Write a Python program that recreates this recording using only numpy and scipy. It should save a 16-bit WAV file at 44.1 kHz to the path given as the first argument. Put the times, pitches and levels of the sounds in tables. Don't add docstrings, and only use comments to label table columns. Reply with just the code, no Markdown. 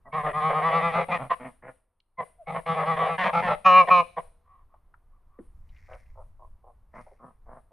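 import sys
import numpy as np
from scipy import signal
from scipy.fft import rfft
from scipy.io import wavfile
from scipy.ndimage import uniform_filter1d, map_coordinates

SR = 44100
rng = np.random.default_rng(int(sys.argv[2]) if len(sys.argv) > 2 else 0)


def dump_mix(stems):
    frames = np.atleast_2d(stems).T
    limited = np.clip(frames, -1, 1)
    pcm = np.round(limited * 32767).astype(np.int16)
    wavfile.write(sys.argv[1], SR, pcm)


N = 340452
TIME = np.arange(N) / SR

# (start [s], end [s], top pitch [Hz], throat body at the crest [dB],
# nasal ring at the crest [dB], roughness at the crest [0-1], bill opening [factor on the resonances])
CACKLES = [(.123, .235, 157.2, -33.5, -26, 0.33, 0.97), (.228, 0.314, 153, -31.5, -27.5, 0.25, 1),
           (.328, 0.445, 153.4, -34.5, -25.5, 0.2, 0.99), (.405, 0.54, 158.2, -30.5, -22.5, 0.16, 0.99),
           (.525, 0.633, 156.2, -30.5, -24, 0.07, 1), (.615, 0.729, 164.3, -30, -21, 0.2, 0.98),
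           (.71, 0.825, 166.9, -28.5, -20.5, .1, 1.007), (.805, 0.923, 170, -29, -22.5, 0.13, 1.025),
           (.915, 1.051, 170.2, -29, -24.5, 0.26, 1.046), (1.082, 1.119, 183.6, -30, -42, 0.56, 1.1),
           (1.105, 1.182, 176.4, -29.5, -25, 0.33, 1.003), (2.467, 2.554, 163.4, -34.5, -37, 0.7, 1.04),
           (2.535, 2.609, 167.3, -34.5, -40.5, 0.54, 0.94), (2.657, 2.762, 165.6, -30, -24.5, 0.27, 1.01),
           (2.745, 2.861, 161.1, -30.5, -27, 0.28, 1.007), (2.852, 2.966, 164, -29, -22.5, .18, 1.01),
           (2.955, 3.105, 163.4, -32, -23, .28, .98), (3.07, 3.173, 165.6, -33.5, -28, .1, 1.033),
           (3.177, 3.252, 183.7, -32.5, -24.5, 0.36, 0.92), (3.225, 3.306, 188.8, -31, -26, 0.31, 0.96),
           (3.326, 3.425, 173, -25, -23.5, 0.42, 1.09), (3.42, 3.499, 183.7, -30.5, -28.5, .35, 0.91),
           (3.465, 3.559, 168.4, -31, -26.5, 0.33, 1.086)]
# (start [s], end [s], pitch before the push [Hz], held level [dB], second push [dB])
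HONKS = [(3.643, 3.859, 180.1, -17, 7), (3.894, 4.035, 176.2, -18, -0.5)]
# (over the held level [dB], share of the push [1], added at the start [dB], added at the end [dB])
HONK_PARTS = [(-21, 0.17, -16, -13.5), (-8, .17, -22.5, -11.5), (0, 0.98, -34.5, -28.5),
              (-12, 0.98, -22, -23.5)]
# (start [s], end [s], first pitch [Hz], throat body [dB], nasal ring [dB], rasp [dB])
YELPS = [(1.294, 1.351, 180.8, -27, -18, -31), (2.177, 2.247, 170.1, -29.5, -31.5, -46.5),
         (3.869, 3.92, 186.5, -20, -29.5, -28.5), (4.162, 4.213, 177.8, -26.5, -28.5, -43)]
# (start [s], end [s], first pitch [Hz], last pitch [Hz], level at the crest [dB], octave re first harmonic [dB])
PEEPS = [(0.052, 0.088, 982, 935, -54, 1), (0.114, 0.149, 1107, 1120, -46, 3),
         (1.101, 1.17, 1190, 1275, -33, 14), (2.17, 2.229, 1040, 950, -35, -4.5),
         (2.379, 2.448, 723, 530, -47, -36), (2.458, 2.52, 1094, 1160, -42, 6),
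         (2.655, 2.676, 1082, 1110, -40.5, 4)]
# (frequency [Hz], level [dB])
CACKLE_THROAT = [(200, -33), (330, -29.5), (400, -23), (480, -5.5), (630, -8.5), (790, -0.5), (950, -18),
                 (1120, 3.5), (1230, 3.5), (1430, -27.5), (1700, -14.5), (1830, -17.5), (1980, -7.5),
                 (2180, -15), (2380, -14), (2750, -25.5), (3500, -26.5), (4500, -41.5), (7000, -59),
                 (10000, -73)]
# (frequency [Hz], level [dB])
HONK_THROAT = [(200, -33), (370, -37.5), (550, -10.5), (740, -13.5), (920, -26.5), (1100, -3.5),
               (1280, -17.5), (1470, -51.5), (1660, -22), (2000, -34.5), (2380, -12), (2600, -28.5),
               (2880, -22.5), (3200, -43.5), (3650, -42.5), (4050, -38.5), (4700, -53.5), (5250, -48.5),
               (5700, -57.5), (6350, -53.5), (7300, -74), (10000, -80)]
# (low edge [Hz], high edge [Hz])
CALL_BANDS = [(260, 930), (930, 1430), (1430, 12000)]
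# (start [s], length [s], level [dB], pitch before its arch [Hz], nasal ring [dB], low edge [Hz])
GRUNTS = [(.048, 0.069, -51.5, 135.6, 10, 102), (0.257, 0.065, -31.5, 141.7, -14, 370),
          (0.483, 0.08, -29, 143.5, 10.5, 366), (0.579, 0.057, -34, 140.7, 0, 400),
          (.67, 0.18, -33, 141, 0, 370), (0.941, 0.096, -28.5, 138, 0, 368), (1.18, .096, -37, 130, 7, 110),
          (1.391, .12, -42, 125.3, 3, 100), (1.62, 0.099, -46, 125.3, 1, 101),
          (2.54, 0.048, -31.5, 134.4, 13, 410), (2.756, 0.13, -33, 141.1, 6.5, 422),
          (2.967, .17, -31, 139.8, -10, 394), (3.224, 0.092, -27, 157.4, 16, 465),
          (3.457, 0.1, -27.5, 142.3, 6.5, 413), (5.879, 0.099, -49.5, 122.4, 6.5, 316),
          (6.149, 0.09, -52.5, 120.6, 17, 398), (6.384, .1, -56, 111.8, 13.5, 337.5),
          (6.632, 0.096, -57, 116, 7, 303), (6.931, 0.1, -47.5, 117.9, 10, 100),
          (7.191, .13, -52, 122.8, 7.5, 99.5), (7.457, 0.15, -51.5, 125.5, 10, 100.6),
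          (7.7, 0.066, -61.5, 117, -4.5, 100)]
# (frequency [Hz], level [dB])
GRUNT_THROAT = [(70, -30.5), (130, -1), (260, -4.5), (380, -15), (520, -1.5), (680, 0.5), (880, -8.5),
                (1100, -11), (1600, -17), (2100, -16), (2700, -31), (5000, -41.5), (9000, -65.5)]
# (level [dB], top edge [Hz])
GRUNT_TOP = [(-53, 1100), (-51, 2030), (-39.5, 3700)]
# (start [s], end [s], top pitch [Hz], nasal ring at the crest [dB])
FAR_CALLS = [(4.448, 4.646, 186.3, -57.5), (4.69, 4.805, 179, -67), (5.112, 5.198, 179, -69),
             (5.277, 5.463, 186.4, -67.5)]
# (time [s], level of the first 10 ms [dB], centre frequency [Hz], 60 dB decay time [s])
TICKS = [(2.002, -68.5, 3200, 0.019), (4.74, -55, 848, 0.057), (4.94, -54, 1220, .035),
         (5.387, -46.5, 536, 0.053), (5.387, -49, 259, 0.11), (5.389, -62, 1300, 0.049),
         (5.691, -73.5, 2970, 0.063), (5.764, -64.5, 2200, .06), (5.932, -55.5, 2000, .04),
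         (6.062, -73, 1960, .037), (7.065, -51.5, 700, 0.13), (7.113, -57.5, 534, .091)]
# (time of the peak [s], level [dB], rise [dB/s], fade [dB/s])
SCUFFS = [(5.8, -66.5, 130, 110), (5.949, -64.5, 150, 91), (6.96, -65.5, 600, 71)]
# (frequency [Hz], level [dB])
SCUFF_COLOUR = [(600, -54), (1500, -7), (2100, 5), (3000, -20), (4200, -19), (5500, -15), (8000, -28),
                (14000, -35)]
# (frequency [Hz], 60 dB decay time [s])
YARD = [(150, 0.55), (600, 0.48), (1100, 0.24), (2500, 0.45), (6000, 0.95)]
# (time of the peak [s], half width at 1/e [s], rise over the steady wind [dB])
GUSTS = [(5.7, 0.23, 11), (6.15, 0.32, 12.5), (6.85, 0.057, 4), (7.5, 0.068, 8)]
# (frequency [Hz], level [dB])
WIND_COLOUR = [(8, -2.5), (20, 7), (40, -3), (80, -5.5), (130, -21), (250, -36.5), (600, -64)]
# (frequency [Hz], level [dB])
AIR_COLOUR = [(60, -1), (150, -5.5), (300, -9.5), (600, -11), (1100, -7.5), (1600, -19.5), (3000, -31),
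              (7000, -41), (12000, -31.5), (15000, -40.5)]
# (frequency [Hz], level [dB])
HISS_COLOUR = [(2000, -7.5), (7000, -28), (8200, -13), (9300, -2.5), (10800, -9.5), (12000, -21.5),
               (14000, -34)]

CREST = .42
SCOOP, DROOP = .02, 0.077
BILL_OPENS, BILL_SHUTS = 0.018, 0.076
USUAL_HZ, USUAL_RING_DB = 165, -25
RASP_DB, RASP_DB_PER_HZ, RASP_FOLLOWS_RING = -35.5, 0.4138, 0.76
HONK_ATTACK_S, HONK_RELEASE_SHARE = 0.021, 0.2
BURST_DB, BURST_S = 8.5, .036
PUSH_AT_S, PUSH_WIDTH_S = 0.14, .046
HONK_HZ_PER_DB, HONK_DROOP = 0.8, .18
HONK_BILL, HONK_BILL_SAG = 1.039, 0.073
YELP_DROOP, YELP_BILL = .09, .93
WIND_DB, AIR_DB = -57.5, -74
LULL_AT_S, LULL_WIDTH_S, WIND_LULL_DB, AIR_LULL_DB = 2.025, 0.29, -19, -11.5
EDGE_HZ = 15300


def cackles(chest_db=-32.5, chest_below_body_db=5.0):
    out = np.zeros(N)
    for start, end, hz, body_db, ring_db, rough, bill in CACKLES:
        pressed_db = RASP_DB_PER_HZ * (hz - USUAL_HZ)
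        rasp_db = RASP_DB + pressed_db + RASP_FOLLOWS_RING * (ring_db - USUAL_RING_DB)
        chest = min(chest_db, body_db - chest_below_body_db)
        add(out, start, syllable(end - start, hz, rough, bill, chest, body_db, ring_db, rasp_db))
    return out


def syllable(length, top_hz, rough, bill, chest_db, body_db, ring_db, rasp_db,
             chest_dip_db=-17, body_dip_db=-14, ring_dip_db=-17, rasp_dip_db=-11, fray=.22):
    u = np.linspace(0, 1, int(length * SR))
    before = ((CREST - u) / CREST).clip(0) ** 2
    after = ((u - CREST) / (1 - CREST)) ** 2
    edge = np.maximum(before, after)
    pitch = top_hz * (1 - SCOOP * before - DROOP * after)
    opening = bill - BILL_OPENS * before - BILL_SHUTS * after
    return call(CACKLE_THROAT, pitch, rough + fray * edge, opening,
                chest_db + chest_dip_db * edge, body_db + body_dip_db * edge ** 2,
                ring_db + ring_dip_db * edge, rasp_db + rasp_dip_db * edge ** 2)


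def honks(clean=.08, fray=0.36, release_bend=0.74):
    out = np.zeros(N)
    for start, end, hz, db, second_db in HONKS:
        t = np.arange(0, end - start, 1 / SR)
        u = t / (end - start)
        opening = (1 - t / HONK_ATTACK_S).clip(0)
        closing = (1 - (1 - u) / HONK_RELEASE_SHARE).clip(0) ** release_bend
        burst_db = BURST_DB * np.exp(-(t - HONK_ATTACK_S).clip(0) / BURST_S)
        push_db = burst_db + second_db * bump(t, PUSH_AT_S, PUSH_WIDTH_S)
        pitch = (hz + HONK_HZ_PER_DB * push_db) * (1 - HONK_DROOP * u ** 8)
        levels = [db + over_db + share * push_db + start_db * opening + end_db * closing
                  for over_db, share, start_db, end_db in HONK_PARTS]
        rough = clean + fray * (opening + closing)
        add(out, start, call(HONK_THROAT, pitch, rough, HONK_BILL - HONK_BILL_SAG * u, *levels))
    return out


def yelps(rough=0.62, chest_db=-44, dip_db=-19, rasp_dip_db=-13):
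    out = np.zeros(N)
    for start, end, hz, body_db, ring_db, rasp_db in YELPS:
        u = np.linspace(0, 1, int((end - start) * SR))
        edge = np.maximum((CREST - u) / CREST, (u - CREST) / (1 - CREST))
        held = np.ones(len(u))
        pitch = hz * (1 - YELP_DROOP * u)
        add(out, start, call(CACKLE_THROAT, pitch, rough * held, YELP_BILL * held,
                             chest_db + dip_db * edge, body_db + dip_db * edge,
                             ring_db + dip_db * edge, rasp_db + rasp_dip_db * edge))
    return out


def call(throat, hz, rough, bill, chest_db, *band_levels_db, shimmer=1.3):
    clock = np.cumsum(bill)
    even = np.arange(clock[-1] + 2)
    drive = syrinx(np.interp(even, clock, hz / bill), np.interp(even, clock, rough))
    voiced = map_coordinates(colour(drive, throat), [clock])
    fundamental = np.sin(2 * np.pi * np.cumsum(hz) / SR)
    chest = evened(fundamental * (1 + shimmer * rough * wander(len(hz), 110)))
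    out = gain_of(chest_db) * chest
    for edges, db in zip(CALL_BANDS, band_levels_db):
        part = band(voiced, *edges)
        power = uniform_filter1d(uniform_filter1d(part ** 2, size=540), size=800)
        out += gain_of(db) * part / np.sqrt(abs(power) + 1e-20)
    return faded(out, size=600)


def syrinx(hz, rough, jitter=.07, shimmer=.7, breath=.65, flutter_db=4, smear=1.1):
    count, k = len(hz), np.arange(1, 56)
    turns = np.cumsum(hz * (1 + jitter * rough * wander(count, 170))) / SR
    loose = np.clip((k[:, None] - 6) / 6, .3, 1)
    size, shift = np.array([[wander(count, 16) for _ in k] for _ in range(2)]) * loose
    harmonics = gain_of(flutter_db * size) * np.cos(2 * np.pi * np.outer(k, turns) + smear * shift)
    pulses = evened(harmonics.sum(0))
    puffs = evened((.4 + np.exp(-(turns % 1) / .25)) * rng.standard_normal(count))
    return pulses * (1 + shimmer * rough * wander(count, 200)) + breath * rough * puffs


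def peeps():
    out = np.zeros(N)
    for start, end, first_hz, last_hz, db, octave_db in PEEPS:
        u = np.linspace(0, 1, int((end - start) * SR))
        angle = 2 * np.pi * np.cumsum(first_hz + (last_hz - first_hz) * u ** 2) / SR
        note = evened(np.sin(angle) + gain_of(octave_db) * np.sin(2 * angle))
        add(out, start, gain_of(db) * np.sin(np.pi * u) ** 2 * note)
    return out


def grunts(arch=.13, rise=.05, rough=.7, scatter_db=-4):
    out = np.zeros(N)
    for start, length, db, hz, ring_db, low_hz in GRUNTS:
        swell = np.sin(np.pi * np.linspace(0, 1, int(length * SR)) ** .8).clip(0)
        pitch = hz * (1 + arch * (swell - .7) + rise * np.linspace(-1, 1, len(swell)))
        drive = syrinx(pitch, rough)
        voiced = colour(np.pad(drive * swell ** .8, (0, 3000)), GRUNT_THROAT)
        ground = rng.standard_normal(2000) * np.exp(-TIME[:2000] / .01)
        scatter = signal.oaconvolve(voiced, ground / np.linalg.norm(ground))[:len(voiced)]
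        voiced += gain_of(scatter_db) * scatter
        ringing = colour(voiced, [(800, 0), (1080, ring_db), (1400, 0.00066)])
        voiced = band(ringing, low_hz, along(GRUNT_TOP, db)[0], order=7)
        add(out, start, gain_of(db) * voiced / voiced[:len(swell)].std())
    return out


def far_goose(rough=0.679, chest_db=-35, body_db=-18, rasp_db=-22):
    out = np.zeros(N)
    for start, end, hz, db in FAR_CALLS:
        far_call = syllable(end - start, hz, rough, 0.97, db + chest_db, db + body_db, db, db + rasp_db)
        add(out, start, far_call)
    return out


def gravel(spread=1.34, grain_db=4):
    out, t = np.zeros(N), TIME[:SR // 8]
    for start, db, hz, t60 in TICKS:
        decaying = rng.standard_normal(len(t)) * gain_of(-60 * t / t60)
        knock = band(decaying, hz / spread, hz * spread, order=3)
        add(out, start, gain_of(db) * knock / np.sqrt(np.mean(knock[:SR // 100] ** 2)))
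    struck = rng.random(N) < 2600 / SR
    grains = rng.standard_normal(N) * struck * gain_of(grain_db * rng.exponential(1, N).clip(0, 4))
    shifting = sum(gain_of(db - np.maximum(rise * (peak - TIME), fade * (TIME - peak)))
                   for peak, db, rise, fade in SCUFFS)
    return out + shifting * evened(colour(grains, SCUFF_COLOUR))


def yard(x, tail_db=-22, near_db=-15, apart=.45):
    taps = rng.standard_normal((2, SR)) * (rng.random((2, SR)) < 2500 / SR)
    early = taps[0] * np.exp(-TIME[:SR] / .02)
    side = gain_of(near_db) * signal.oaconvolve(x, early / np.linalg.norm(early))[:N]
    hz, t, z = signal.stft(taps * (TIME[:SR] > .012), SR, nperseg=256)
    decay = gain_of(-60 * t / read(YARD, hz)[:, None])
    tail = signal.istft(z * decay, SR, nperseg=256)[1]
    tail /= np.sqrt(np.mean(abs(rfft(tail[0], SR)[500:2500]) ** 2))
    mid, wide = gain_of(tail_db) * signal.fftconvolve(x[None], tail, axes=1)[:, :N]
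    return x + mid + (side + apart * wide) * np.array([[1], [-1]])


def outdoors(gust_db=2.5, apart=.09):
    lull = bump(TIME, LULL_AT_S, LULL_WIDTH_S)
    gusts_db = sum(db * bump(TIME, peak, width) for peak, width, db in GUSTS)
    wind_db = WIND_DB + WIND_LULL_DB * lull + gusts_db

    def layer():
        rumble = colour(rng.standard_normal(N), WIND_COLOUR, size=16384)
        wind = evened(rumble * gain_of(gust_db * wander(N, 14)))
        air = evened(colour(rng.standard_normal(N), AIR_COLOUR))
        return gain_of(wind_db) * wind + gain_of(AIR_DB + AIR_LULL_DB * lull) * air
    return layer() + apart * layer() * np.array([[1], [-1]])


def gain_of(db):
    return 10 ** (np.asarray(db) / 20)


def evened(x):
    return x / np.sqrt(np.mean(x ** 2) + 1e-20)


def read(points, hz):
    f, value = np.transpose(points)
    return np.interp(np.log(hz + 1), np.log(f + 1), value)


def along(rows, at):
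    first, *columns = np.transpose(rows)
    return [np.interp(at, first, column) for column in columns]


def add(mix, start, sound):
    part = mix[max(round(start * SR), 0):][:len(sound)]
    part += sound[:len(part)]


def colour(x, points, size=4096):
    level_db = np.maximum(read(points, abs(np.fft.fftfreq(size, 1 / SR))), -100)
    log_gain = np.log(gain_of(level_db))
    taps = np.fft.ifft(np.exp(np.conj(signal.hilbert(log_gain)))).real[:size // 2]
    return signal.oaconvolve(x, taps)[:len(x)]


def band(x, lo_hz, hi_hz, order=4):
    edges = [lo_hz, min(hi_hz, SR / 2 - 100)]
    return signal.sosfilt(signal.butter(order, edges, "band", fs=SR, output="sos"), x)


def wander(count, hz):
    knots = rng.standard_normal(int(count * hz / SR) + 3)
    return evened(np.interp(np.arange(count) * hz / SR, np.arange(len(knots)), knots))


def faded(x, size=260):
    return x * signal.windows.tukey(len(x), min(size / len(x), 1))


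def bump(t, at, width):
    return np.exp(-((t - at) / width) ** 2)


def scene():
    sources = cackles() + honks() + yelps() + peeps() + grunts() + far_goose() + gravel()
    return yard(sources) * gain_of([[.2], [-.2]]) + outdoors()


def record(dry, open_db=-38, hiss_db=-61, depth_db=33, slope=1.4, release_db=110, lag=.025):
    power = uniform_filter1d(band(dry.mean(0), 200, 5000) ** 2, size=600)
    power_db = 10 * np.log10(abs(power) + 1e-12)
    fall = TIME * release_db
    held_db = np.maximum.accumulate(np.minimum(power_db - open_db, 0) + fall) - fall
    keep = np.exp(-1 / (lag * SR))
    lift_db = np.maximum(slope * held_db + depth_db, 0)
    gate_db = signal.lfilter([1 - keep], [1, -keep], lift_db) - depth_db
    mid, side = [evened(colour(noise, HISS_COLOUR)) for noise in rng.standard_normal((2, N))]
    hiss = gain_of(hiss_db + gate_db) * (mid + .11 * side * np.array([[1], [-1]]))
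    low_pass = signal.firwin(511, EDGE_HZ, window=("kaiser", 9), fs=SR)
    return signal.oaconvolve(dry + hiss, low_pass[None], "same")


dry = scene()
out = record(dry)
dump_mix(out)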